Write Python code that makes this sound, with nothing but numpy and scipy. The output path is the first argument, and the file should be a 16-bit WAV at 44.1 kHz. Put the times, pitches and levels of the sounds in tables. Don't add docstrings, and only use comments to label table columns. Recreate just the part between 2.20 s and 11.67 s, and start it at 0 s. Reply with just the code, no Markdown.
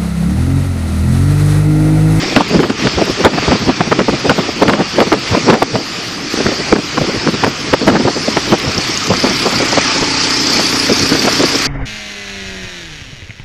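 import sys
import numpy as np
from scipy import signal
from scipy.fft import rfft, irfft, next_fast_len
from scipy.io import wavfile
from scipy.ndimage import uniform_filter1d, map_coordinates

SR = 44100
rng = np.random.default_rng(int(sys.argv[2]) if len(sys.argv) > 2 else 0)


def inscribe(sig):
    pcm = np.round(np.clip(np.atleast_2d(sig).T, -1, 1) * 32767)
    wavfile.write(sys.argv[1], SR, pcm.astype(np.int16))


def convert_level_to_amplitude(level_db):
    exponent = np.asarray(level_db, float) / 20
    return 10 ** exponent


N = 417627


def unit(x):
    return x / np.sqrt(np.mean(x ** 2) + 1e-20)


def curves(rows):
    s, *columns = np.transpose(rows)
    return [np.interp(np.arange(N) / SR, s, column) for column in columns]


def wobble(rate):
    knots = rng.standard_normal(int(N * rate / SR) + 4)
    return map_coordinates(knots, [np.arange(N) * rate / SR])


def filtered(x, response):
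    m = next_fast_len(N + 8192)
    return irfft(rfft(x, m) * response(np.fft.rfftfreq(m, 1 / SR)), m)[:N]


def rush(spectrum, patchy_db):
    z = signal.stft(rng.standard_normal(N + 512), nperseg=512)[2]
    field = uniform_filter1d(rng.standard_normal(z.shape), size=5, axis=0)
    field = uniform_filter1d(field, size=9, axis=1)
    x = signal.istft(z * convert_level_to_amplitude(patchy_db * unit(field)), nperseg=512)[1][:N]
    f, db = np.transpose(spectrum)
    return unit(filtered(x, lambda hz: convert_level_to_amplitude(np.interp(np.log(hz + 1), np.log(f + 1), db))))


def evened(x, size, share):
    power = np.abs(uniform_filter1d(x ** 2, size=size)) + 1e-3
    return unit(x / power ** (np.clip(share, 0, 1) / 2))


def powers(rows):
    low, high = np.zeros((2, N))
    for s, rise, fall, db, bright_db in rows:
        start = max(round((s - 4 * rise) * SR), 0)
        stop = min(round((s + 4 * fall) * SR), N)
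        i = np.arange(start, stop)
        u = (i / SR - s) / np.where(i / SR < s, rise, fall)
        shape_db = -8.5 * np.abs(u) ** 1.51
        whole = 1 + convert_level_to_amplitude(2 * bright_db)
        low[i] += convert_level_to_amplitude(2 * (db + shape_db)) / whole
        high[i] += convert_level_to_amplitude(2 * (db + bright_db + 1.33 * shape_db)) / whole
    return np.array([low, high])


def rings(rows, cycles, gain_db):
    before, after = 400, 900
    s, db, hz = np.transpose(rows)[..., None]
    t = np.arange(-before, after) / SR
    u = t * hz / cycles
    shape = np.exp(np.where(u < 0, -12 * u * u, -2.5 * np.abs(u)))
    wave = convert_level_to_amplitude(db + gain_db) * shape * np.sin(2 * np.pi * (hz * t + rng.random(s.shape)))
    at = (np.round(s * SR) + np.arange(before + after)).astype(int)
    return np.bincount(at.ravel(), wave.ravel(), N + 2000)[before:N + before]


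def eddies():
    # (time [s], fall [s], peak [dB], bright part [dB])
    slams = [(0.167, 0.02, 1.5, -1), (.311, 0.0097, -13, -12), (0.433, .03, -7.5, -3),
             (0.503, 0.0077, -2, -9), (0.67, 0.011, -6.5, -1), (.782, 0.023, -7, -20),
             (.899, 0.018, -14, -20), (1.052, 0.028, 3, 2.5), (1.229, 0.021, -10, -6),
             (1.61, 0.0083, -0.5, -1.5), (1.793, 0.017, -4.5, -3), (1.888, 0.013, -4.5, -4),
             (2.054, 0.025, -7, -12), (2.099, 0.018, 0.5, 0.5), (2.187, 0.018, -4.5, -9),
             (2.484, 0.026, -1, -6.5), (2.873, 0.012, -9.5, -13), (2.926, 0.024, -0.5, -4),
             (3.33, 0.034, 0.5, -2.5), (4.289, 0.01, -8, -13), (5.679, 0.037, 2, -7),
             (5.855, 0.014, -10, -4), (6.172, 0.0097, -1.5, 0), (6.475, 0.033, -15.5, -1),
             (6.906, 0.026, -4.5, -7.5), (7.043, 0.014, -3, -7), (7.26, 0.024, -7.5, -4),
             (7.828, 0.015, -9.5, -3), (8.92, 0.017, -5, -15.5), (9.073, 0.019, -6.5, 8.5)]
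    # (time [s], rise [s], peak [dB], bright part [dB])
    swells = [(.209, 0.011, -3.5, -3), (.357, 0.026, -2.5, -10), (0.401, 0.014, -2.5, -15),
              (.656, 0.016, -8.5, -10), (.881, 0.014, -13.5, -9), (1.146, 0.025, -6.5, -16),
              (1.328, 0.018, -3, -9), (1.354, 0.018, -7, -25), (1.496, 0.02, -3, -5.5),
              (2.46, 0.039, -10.5, -7), (2.542, .034, -5.5, -6), (2.608, 0.024, -3.5, -6),
              (2.785, 0.0045, -1, -6), (2.819, 0.027, -3.5, -7), (3.135, 0.024, -12.5, 2),
              (3.302, 0.024, 1.5, -2), (3.559, 0.019, -6, -7.5), (4.561, 0.0082, -2.5, -2.5),
              (4.589, 0.011, -5, -20), (4.895, 0.016, -10.5, -9), (5.243, 0.013, -6, -2),
              (5.275, 0.019, -7.5, -12), (5.762, 0.048, -3.5, -4.5), (5.882, 0.025, -7, -2),
              (6.335, 0.019, -0.5, -5.5), (7.108, 0.028, -12.5, -4), (7.58, 0.0086, -4, 4),
              (8.397, 0.014, -11, -6), (8.834, 0.059, -16, -21), (9.208, 0.015, -7.5, -11),
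              (9.24, 0.009, -5.5, -13)]
    # (time [s], peak [dB], bright part [dB])
    puffs = [(0.821, -3, -18), (1.009, -7.5, -17), (1.182, -3, 0), (1.284, -3, -16), (1.676, -12, -9),
             (1.722, 1, 1), (1.813, -5.5, -7), (2.291, -9.5, -8), (2.425, 4, -0.5), (3.15, -5.5, -1),
             (3.175, -5.5, -8), (3.4257, 0.5, -0.5), (4.142, -22, -18), (4.206, -6.5, -8.5),
             (4.265, -5, -11.5), (4.531, 2, -16), (4.78, -5, 0), (4.816, -5.5, -23), (5.071, -5, -11),
             (5.089, -3.5, -7), (5.538, 2, -1), (5.619, -8, -11), (5.803, -2.5, -8), (6.084, -7, -23),
             (7.07, -8, -8.5), (7.406, -8, -6), (7.531, -9, -2), (8.7, -6.5, -13.5), (8.72, -5, -26),
             (8.952, -9.5, -25)]
    # (time [s], peak [dB])
    flutters = [(0.034, -13.5), (.083, -21.5), (.125, -14), (.598, -16.5), (1.426, -11), (1.937, -10.5),
                (2.977, -19.5), (4.18, -19), (4.324, -14), (4.407, -14.5), (4.843, -12), (4.95, -13.5),
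                (5.145, -11.5), (5.636, -12), (5.82, -10.5), (5.97, -12), (6.279, -18), (6.447, -15),
                (6.588, -13.5), (6.7, -22), (6.75, -20.5), (7.335, -13), (7.366, -16.5), (7.43, -10),
                (7.763, -14.5), (8.362, -16), (8.55, -17.5), (9.024, -21.5), (9.052, -9.5), (9.355, -12)]
    rows = [(s, 0.0052 + 0.067 * fall, fall, db, bright) for s, fall, db, bright in slams]
    rows += [(s, rise, 0.01 + 0.22 * rise, db, bright) for s, rise, db, bright in swells]
    rows += [(s, 0.0066, 0.0087, db, bright) for s, db, bright in puffs]
    rows += [(s, 0.014, 0.014, db, -10) for s, db in flutters]
    return rows


def buffeting(low, high):
    # (frequency [Hz], density [dB per Hz])
    thump_spectrum = [(50, -60), (120, -14), (200, -3.5), (280, -2.5), (450, -6.5), (800, -20.5),
                      (2000, -62)]
    # (frequency [Hz], density [dB per Hz])
    rasp_spectrum = [(200, -21), (500, 1), (800, -0.5), (1400, -8), (2500, -20.5), (5000, -28), (9000, -92)]
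    # (frequency [Hz], density [dB per Hz])
    boom_spectrum = [(15, -29), (40, -15), (110, -3.5), (170, -8.5), (400, -68)]
    # (time [s], peak [dB])
    heaves = [(.171, -20), (.373, -19), (.434, -23), (.674, -20.5), (.77, -21.5), (.907, -26), (1.056, -18),
              (1.195, -21.5), (1.297, -16.5), (1.429, -24), (1.478, -20), (1.612, -25.5), (1.717, -27),
              (1.898, -23.5), (1.944, -26), (2.103, -20), (2.474, -21.5), (2.819, -39), (2.926, -27),
              (3.124, -16), (3.295, -38), (3.434, -27), (3.547, -23), (4.268, -21.5), (4.527, -23.5),
              (4.816, -21), (4.977, -26), (5.246, -25.5), (5.43, -38), (5.537, -22.5), (5.675, -21.5),
              (5.724, -23), (5.853, -18), (6.165, -36), (6.307, -34), (6.482, -19), (6.581, -23),
              (6.911, -19.5), (7.369, -25), (7.585, -33), (7.822, -25), (8.364, -33), (8.705, -30),
              (8.829, -26), (8.944, -25), (9.059, -36), (9.198, -34)]
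    heave_s = 0.017
    thump = evened(rush(thump_spectrum, patchy_db=4.5), size=260, share=0.79)
    rasp = evened(rush(rasp_spectrum, patchy_db=1.5), size=130, share=0.21) * convert_level_to_amplitude(3.2 * wobble(260))
    boom = evened(rush(boom_spectrum, patchy_db=1.5), size=900, share=1.0)
    t = np.arange(N) / SR
    lull_db = 6.5 * ((t > 3.1) & (t < 4.12))
    pump_db = -34 - uniform_filter1d(lull_db, size=4000)
    pushes = powers([(s, heave_s, heave_s, db + 5.5, -60) for s, db in heaves])[0]
    deep = convert_level_to_amplitude(2 * pump_db) + pushes
    return convert_level_to_amplitude(-1.5) * np.sqrt(low) * thump + convert_level_to_amplitude(-1.0) * np.sqrt(high) * unit(rasp) + np.sqrt(deep) * boom


def snaps():
    # (time [s], peak [dB])
    jumps = [(0.162, 7), (0.403, -10), (0.4315, -4.5), (0.498, -9), (0.6703, -5), (1.0474, 3.5),
             (1.313, -4.5), (1.725, -5.5), (1.7907, -3), (2.095, 5.5), (2.424, -7), (2.48, -1.5),
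             (2.499, -1.5), (2.534, 0), (2.7903, -6), (2.803, 0.5), (2.927, 1), (3.298, 0), (3.302, 0.5),
             (3.3323, -1), (3.555, -6), (4.561, -4), (5.0843, -19), (5.2386, -3), (5.5346, 0.5),
             (5.6794, 1.5), (5.6994, -4), (6.169, -5), (6.32, -5.5)]
    out, t = np.zeros(N + 600), np.arange(600) / SR
    ragged = rush([(400, -14), (1200, 11), (2500, 0.5), (4500, 1.0), (9000, -48.0)], patchy_db=2.0)
    for (s, db), (pitch, phase) in zip(jumps, rng.random((len(jumps), 2))):
        start = round(s * SR)
        hz = 3200 * 2 ** (.8 * (pitch - .5)) * np.exp(-t / 0.00161) + 900
        swing = convert_level_to_amplitude(-60 * t / 0.027) * np.sin(2 * np.pi * (np.cumsum(hz) / SR + phase))
        tail = 0.61 * convert_level_to_amplitude(-60 * t / 0.023) * ragged[start:][:600]
        onset = 1 - np.exp(-t / 0.00094)
        out[start:][:600] += convert_level_to_amplitude(db - 0.5) * onset * (swing + tail)
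    return out[:N]


def cracks():
    # (time [s], peak [dB], pitch [Hz])
    tears = [(0.1791, -14, 1500), (0.2087, -10, 1200), (0.3934, -5, 1400), (0.4442, -6, 1600),
             (1.0414, -5, 1300), (1.0563, 7, 1500), (1.0665, -11, 1400), (1.0749, -5, 1590),
             (1.181, -14, 1300), (1.1864, -4, 1200), (1.3225, -7, 1500), (1.6082, -1, 1300),
             (1.7195, -8, 1200), (1.8034, -3, 1500), (1.8093, -14, 1700), (1.8967, -7, 1200),
             (2.1109, -12, 1500), (2.4312, -8, 1700), (2.4919, -4, 1400), (2.4963, 7, 1300),
             (2.8128, -10, 1700), (2.8213, -5, 1600), (2.9192, 0, 1200), (2.9423, -9, 1500),
             (3.1714, -10, 1400), (3.2881, -9, 1300), (3.3105, -2.5, 1600), (3.3186, -16, 1600),
             (3.3422, 2, 1700), (4.2661, 0, 1500), (4.5272, 3.5, 1390), (4.7729, -8, 1390),
             (4.7791, -7, 1270), (5.0751, -1, 1290), (5.2466, 0, 1780), (5.2673, -5, 1200),
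             (5.5411, -15, 1500), (5.6895, -13, 1400), (5.7585, 0, 1600), (5.7683, -3, 1300),
             (6.3325, -21, 1600), (6.9174, -16, 1400), (6.9317, -19, 1400), (6.9391, -4, 1190),
             (7.2596, -19, 1600), (7.2661, -18, 1400), (7.4022, -13, 2000), (7.5333, -9, 1600),
             (7.826, -20, 1600), (7.8314, -18, 1700), (8.527, -6, 2100), (8.9257, -4, 1500),
             (8.9546, -6, 1500), (9.0224, -6, 2100), (9.0533, -9, 1600), (9.0697, -21, 1600),
             (9.076, -23, 1400), (9.0818, -9, 1600), (9.196, -7, 1600), (9.2366, -6, 1700)]
    return rings(tears, cycles=1.5, gain_db=4.0)


def knocks():
    # (time [s], peak [dB])
    dull = [(0.062, -16), (0.313, -10), (0.45, -7), (0.899, -8), (1.067, -2), (1.677, -11), (1.772, -18),
            (1.791, -5), (2.46, -12), (3.554, -19), (3.588, -15), (4.142, -9.5), (4.177, -11), (4.191, -14),
            (4.843, -20), (4.964, -14), (5.907, -14), (6.279, -18), (6.697, -17), (7.375, -18),
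            (7.456, -16), (8.199, -20), (8.236, -22), (8.334, -16), (8.531, -16), (9.052, -10),
            (9.122, -18), (9.156, -25), (9.364, -16)]
    # (time [s], peak [dB], pitch
    # [Hz])
    jolts = [(.2085, 8, 880), (.8178, -3.5, 695), (.8245, -3, 550), (.896, -16, 450), (.902, -16, 450),
             (1.32, 5.5, 800), (1.6075, -12, 800), (1.884, -1, 800), (2.87, -10, 900), (3.3195, -5, 3500),
             (3.4293, 1, 2650), (3.556, -0.5, 750), (4.526, 8, 800), (5.0675, -19, 800), (5.2375, 6, 940),
             (5.745, -15, 900), (5.853, -3, 448), (6.17, 1, 604), (6.4, -3, 3600), (6.918, -2, 900),
             (7.266, -11, 900)]
    knock_hz = 314
    thuds = rings([(s, db, knock_hz) for s, db in dull], cycles=1.8, gain_db=6.5)
    return thuds + rings(jolts, cycles=1.5, gain_db=3.0)


def crackle(low):
    hits_per_s, top_hz = 380, 3000
    at = rng.integers(0, N, int(hits_per_s * N / SR))
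    sign, strength = rng.random((2, len(at)))
    level = convert_level_to_amplitude(6.5 + 10 * strength) * np.sqrt(np.minimum(low[at], .5))
    hits = np.bincount(at, np.sign(sign - .5) * level, N)
    return filtered(hits, lambda hz: 1j * hz / (500 + 1j * hz) / (1 + 1j * hz / top_hz) ** 2)


def tyres(beat, wind):
    # (time [s], level [dB])
    road = [(0, -22.5), (.3, -21), (.56, -27.5), (.61, -20.5), (.87, -23), (1.27, -19.5), (1.6, -25),
            (2.2, -22.5), (2.55, -24), (3.2, -22.5), (4.09, -27), (4.11, -23), (4.75, -24), (5.45, -24.5),
            (6.0, -23.5), (7.5, -18.5), (8.1, -20), (9.47, -19.5)]
    # (time [s], level [dB])
    alongside = [
        (2.6, -1),
        (3.3, 1.5),
        (5.4, 0.5),
        (6.0, 3),
        (6.4, -0.5),
        (6.6, 2),
        (7.3, 0),
        (8.25, 5),
        (9.47, 3),
    ]
    # (frequency [Hz], density [dB per Hz])
    spray_spectrum = [(2000, -21.5), (3200, -33), (4100, -7.5), (4550, -1), (5200, -2), (7000, -14.5),
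                      (9000, -23), (10500, -18.5), (11800, -24), (13200, -18), (14000, -38), (15000, -69)]
    tread_spectrum = [(350, -12.5), (700, -8), (900, -9.5), (1200, -1.5), (1550, -5.5), (1900, -3.5),
                      (2400, -2.5), (2900, -5), (3600, -6), (4200, -11), (6000, -34)]
    rumble_spectrum = [(40, -46), (120, -4.5), (200, -1), (300, 0), (430, -4.5), (600, -14.5), (800, -14),
                       (1050, -18.5), (1800, -95)]
    tread_db, = curves(road)
    spray_db = tread_db - 0.97 + curves(alongside)[0]
    span_s = 0.12
    wind_db = 10 * np.log10(np.abs(uniform_filter1d(wind, size=int(span_s * SR))) + 0.0011)
    rumble_db = -23.5 + 0.27 * (wind_db - wind_db.mean())
    sway = wobble(7.8)
    droplets = convert_level_to_amplitude(0.2 * wobble(60) + 0.35 * wobble(300))
    spray = convert_level_to_amplitude(spray_db + 0.38 * sway + beat) * unit(droplets * rush(spray_spectrum, patchy_db=2.0))
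    tread = convert_level_to_amplitude(tread_db + 1.0 + 0.5 * sway + 0.089 * beat) * rush(tread_spectrum, patchy_db=1.5)
    body = evened(rush(rumble_spectrum, patchy_db=3.5), size=500, share=0.22)
    return spray + tread + convert_level_to_amplitude(rumble_db + 0.96 * wobble(25)) * body


def engine():
    # (time [s], exhaust [dB], clatter depth [dB], valve tick [dB])
    putter = [
        (6.0, -55, 0., -50),
        (6.5, -38, 1.2, -32),
        (7.1, -32, 1.2, -31),
        (7.5, -29, 1.5, -28),
        (7.9, -22, 1.4, -31),
        (8.7, -22, 1.3, -32),
        (9.47, -23.5, 1.3, -32),
    ]
    # (time [s], rate [Hz])
    firing = [
        (7.5, 30.87),
        (7.9, 30.6),
        (8.2, 30.6),
        (8.5, 30.33),
    ]
    # (frequency [Hz], width [Hz], level [dB])
    exhaust = [(135, 70, -14), (245, 22, -5), (276, 22, 1), (308, 22, -4), (340, 22, -7), (440, 30, -7),
               (877, 50, -12)]
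    level_db, depth_db, tick_db = curves(putter)
    turns = np.cumsum(curves(firing)[0]) / SR + .96
    at = np.flatnonzero(np.diff(np.floor(turns)))
    first, second = rng.standard_normal((400, 2))[:len(at)].T
    pulses, taps = np.zeros((2, N))
    pulses[np.clip(at + (5 * first).astype(int), 0, N - 1)] = convert_level_to_amplitude(1.5 * second)
    taps[np.clip(at + 130 + (40 * second).astype(int), 0, N - 1)] = convert_level_to_amplitude(3 * first)

    def resonance(f, centre, width):
        return 1j * f * width / (centre * centre - f * f + 1j * f * width)

    def pipe(f):
        total = sum((-1) ** k * convert_level_to_amplitude(db) * resonance(f, c, w) for k, (c, w, db) in enumerate(exhaust))
        return total / (1 + 1j * f / 1500) ** 2

    muffled = filtered(pulses, pipe)
    metal = rush([(3500, -23), (4700, 1.0), (5300, 6.5), (6200, 2.0), (7600, -9.5), (9000, -50.0)],
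                 patchy_db=7.5)
    rattle = uniform_filter1d(signal.lfilter([1], [1, -.988], taps), size=24) * metal
    beat = np.cos(2 * np.pi * (turns - .12)) + 0.089 * np.cos(4 * np.pi * (turns - .1))
    facing = np.exp(-((np.arange(N) / SR - 7.85) / .4) ** 2)
    panel = convert_level_to_amplitude(-30) * facing * unit(filtered(pulses, lambda hz: resonance(hz, 870, 70) ** 2))
    return convert_level_to_amplitude(level_db) * unit(muffled) + panel + convert_level_to_amplitude(tick_db) * unit(rattle), beat * depth_db


def clanks():
    # (time [s], peak [dB], pitch [Hz])
    strokes = [(6.548, -17, 5250), (6.58, -11, 5340), (6.742, -16, 5570), (6.774, -23, 5500),
               (6.87, -27, 6720), (6.937, -21, 5510), (7.033, -17, 5510), (7.169, -17, 4570),
               (7.2, -23, 4620), (7.261, -16, 4660), (7.33, -20, 4600), (7.362, -15, 4530),
               (7.388, -22, 6720), (7.42, -21, 6720), (7.484, -22, 7300), (7.52, -16, 5840),
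               (7.526, -15, 4860), (7.58, -25, 5900), (7.615, -14, 5900), (7.68, -14, 5700),
               (7.843, -15, 5050), (7.975, -15, 4670), (8.011, -16, 4650), (8.107, -15, 4740),
               (8.271, -12, 5800), (8.301, -12, 4970), (8.6, -10, 4910), (8.726, -9, 5050),
               (8.892, -12, 5130), (8.995, -10, 4800), (9.356, -9, 5300)]
    on_cover = [row for row in strokes if 4500 < row[2] < 4800]
    return rings(strokes, cycles=15, gain_db=8.0) + rings(on_cover, cycles=70, gain_db=-7.0)


def ticks():
    # (time [s], peak [dB])
    drops = [(0.165, -9), (0.856, -7), (1.05, 4), (1.3225, -17.5), (1.7925, -21), (2.094, -13),
             (2.423, -13), (2.5, -14), (2.805, -18), (2.928, -17), (3.304, -15), (3.3425, -18), (3.429, 3),
             (5.535, -17), (6.4, -8), (6.621, -14)]
    s, db = np.transpose(drops)
    blows = np.bincount(np.round(s * SR).astype(int), convert_level_to_amplitude(db + 8), N)
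    return filtered(blows, lambda hz: 1j * hz / (1500 + 1j * hz) / (1 + 1j * hz / 6000))


def scene():
    putter, beat = engine()
    low, high = powers(eddies())
    air = buffeting(low, high) + snaps() + cracks() + knocks() + crackle(low)
    return (air + tyres(beat, low) + putter + clanks() + ticks())[None]


def thinned(x):
    # (start [s], end [s], share of lines kept [0-1])
    spare = [(0, .15, .04), (.3, .7, .02), (2.2, 3.2, .008), (3.6, 4.2, .04), (4.2, 5.5, .012),
             (5.9, 6.8, .03), (6.8, 7.05, .03), (7.05, 7.43, .13), (7.6, 8.3, .016), (8.1, 9.6, .03),
             (8.4, 9.4, .13)]
    hz, t, z = signal.stft(x, SR, window="cosine", nperseg=2048)
    power = np.abs(z) ** 2
    usual = uniform_filter1d(uniform_filter1d(power, size=24, axis=1), size=5, axis=2)
    usual = np.abs(usual)
    extra = uniform_filter1d(sum(more * ((t > a) & (t < b)) for a, b, more in spare), size=9)
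    luck_db = 6 * rng.standard_normal((65, len(t))).repeat(16, 0)[:len(hz)]
    share = (.006 + extra) * convert_level_to_amplitude(luck_db)
    share = share / (1 + (power.sum(1) / convert_level_to_amplitude(2 * -12.5)) ** 2)
    strict = np.interp(hz, [7600, 8600, 9600, 11800, 12800, 13500, 14000],
                       [0, .3, .8, 1.6, 1, 1.2, 6])[:, None]
    strict = strict + 20 * np.outer(hz > 12100, (t > 7.53) & (t < 8.1))
    keep = power >= -np.log(np.clip(share, 1e-4, 1)) * strict * usual
    return signal.istft(z * keep, SR, window="cosine", nperseg=2048)[1][:, :N]


def holed(x):
    treble_hz = 8800
    hz, t, z = signal.stft(x, window="cosine", fs=SR, nperseg=256)
    power = np.abs(z) ** 2
    usual = np.abs(uniform_filter1d(uniform_filter1d(power, size=9, axis=1), size=5, axis=2))
    keep = (power >= .9 * usual) | (hz < treble_hz)[:, None]
    gain = convert_level_to_amplitude(-2.0 * (hz > treble_hz))[:, None]
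    return signal.istft(gain * z * keep, window="cosine", fs=SR, nperseg=256)[1][:, :N]


def band_limit(x):
    return signal.sosfilt(signal.butter(12, 14560, fs=SR, output="sos"), x)


def record(dry):
    # (time [s], length [s])
    short_frames = [(.16, .016), (.28, .022), (.402, .028), (.834, .03), (.897, .023), (1.043, .03),
                    (2.094, .013), (2.421, .016), (2.479, .02), (2.798, .019), (2.923, .017), (3.331, .015),
                    (3.423, .009), (5.236, .01), (5.532, .015), (5.666, .022), (6.38, .026)]
    over = np.maximum(np.abs(dry) - .95, 0)
    keep = np.exp(-1 / (.12 * SR))
    late = np.pad(over, ((0, 0), (600, 0)))[:, :N]
    duck = signal.lfilter([1 - keep], [1, -keep], late)
    x = dry / (1 + 22.2 * duck)
    x = x / (1 + np.abs(x) ** 30) ** (1 / 30)
    t = np.arange(N) / SR
    short = 1. * sum((t > s) & (t < s + length) for s, length in short_frames)
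    short = uniform_filter1d(uniform_filter1d(short, size=60), size=60)
    mix = np.clip(short * holed(x) + thinned((1 - short) * x), -1, 1)
    return band_limit(mix)


dry = scene()
out = record(dry)
inscribe(out)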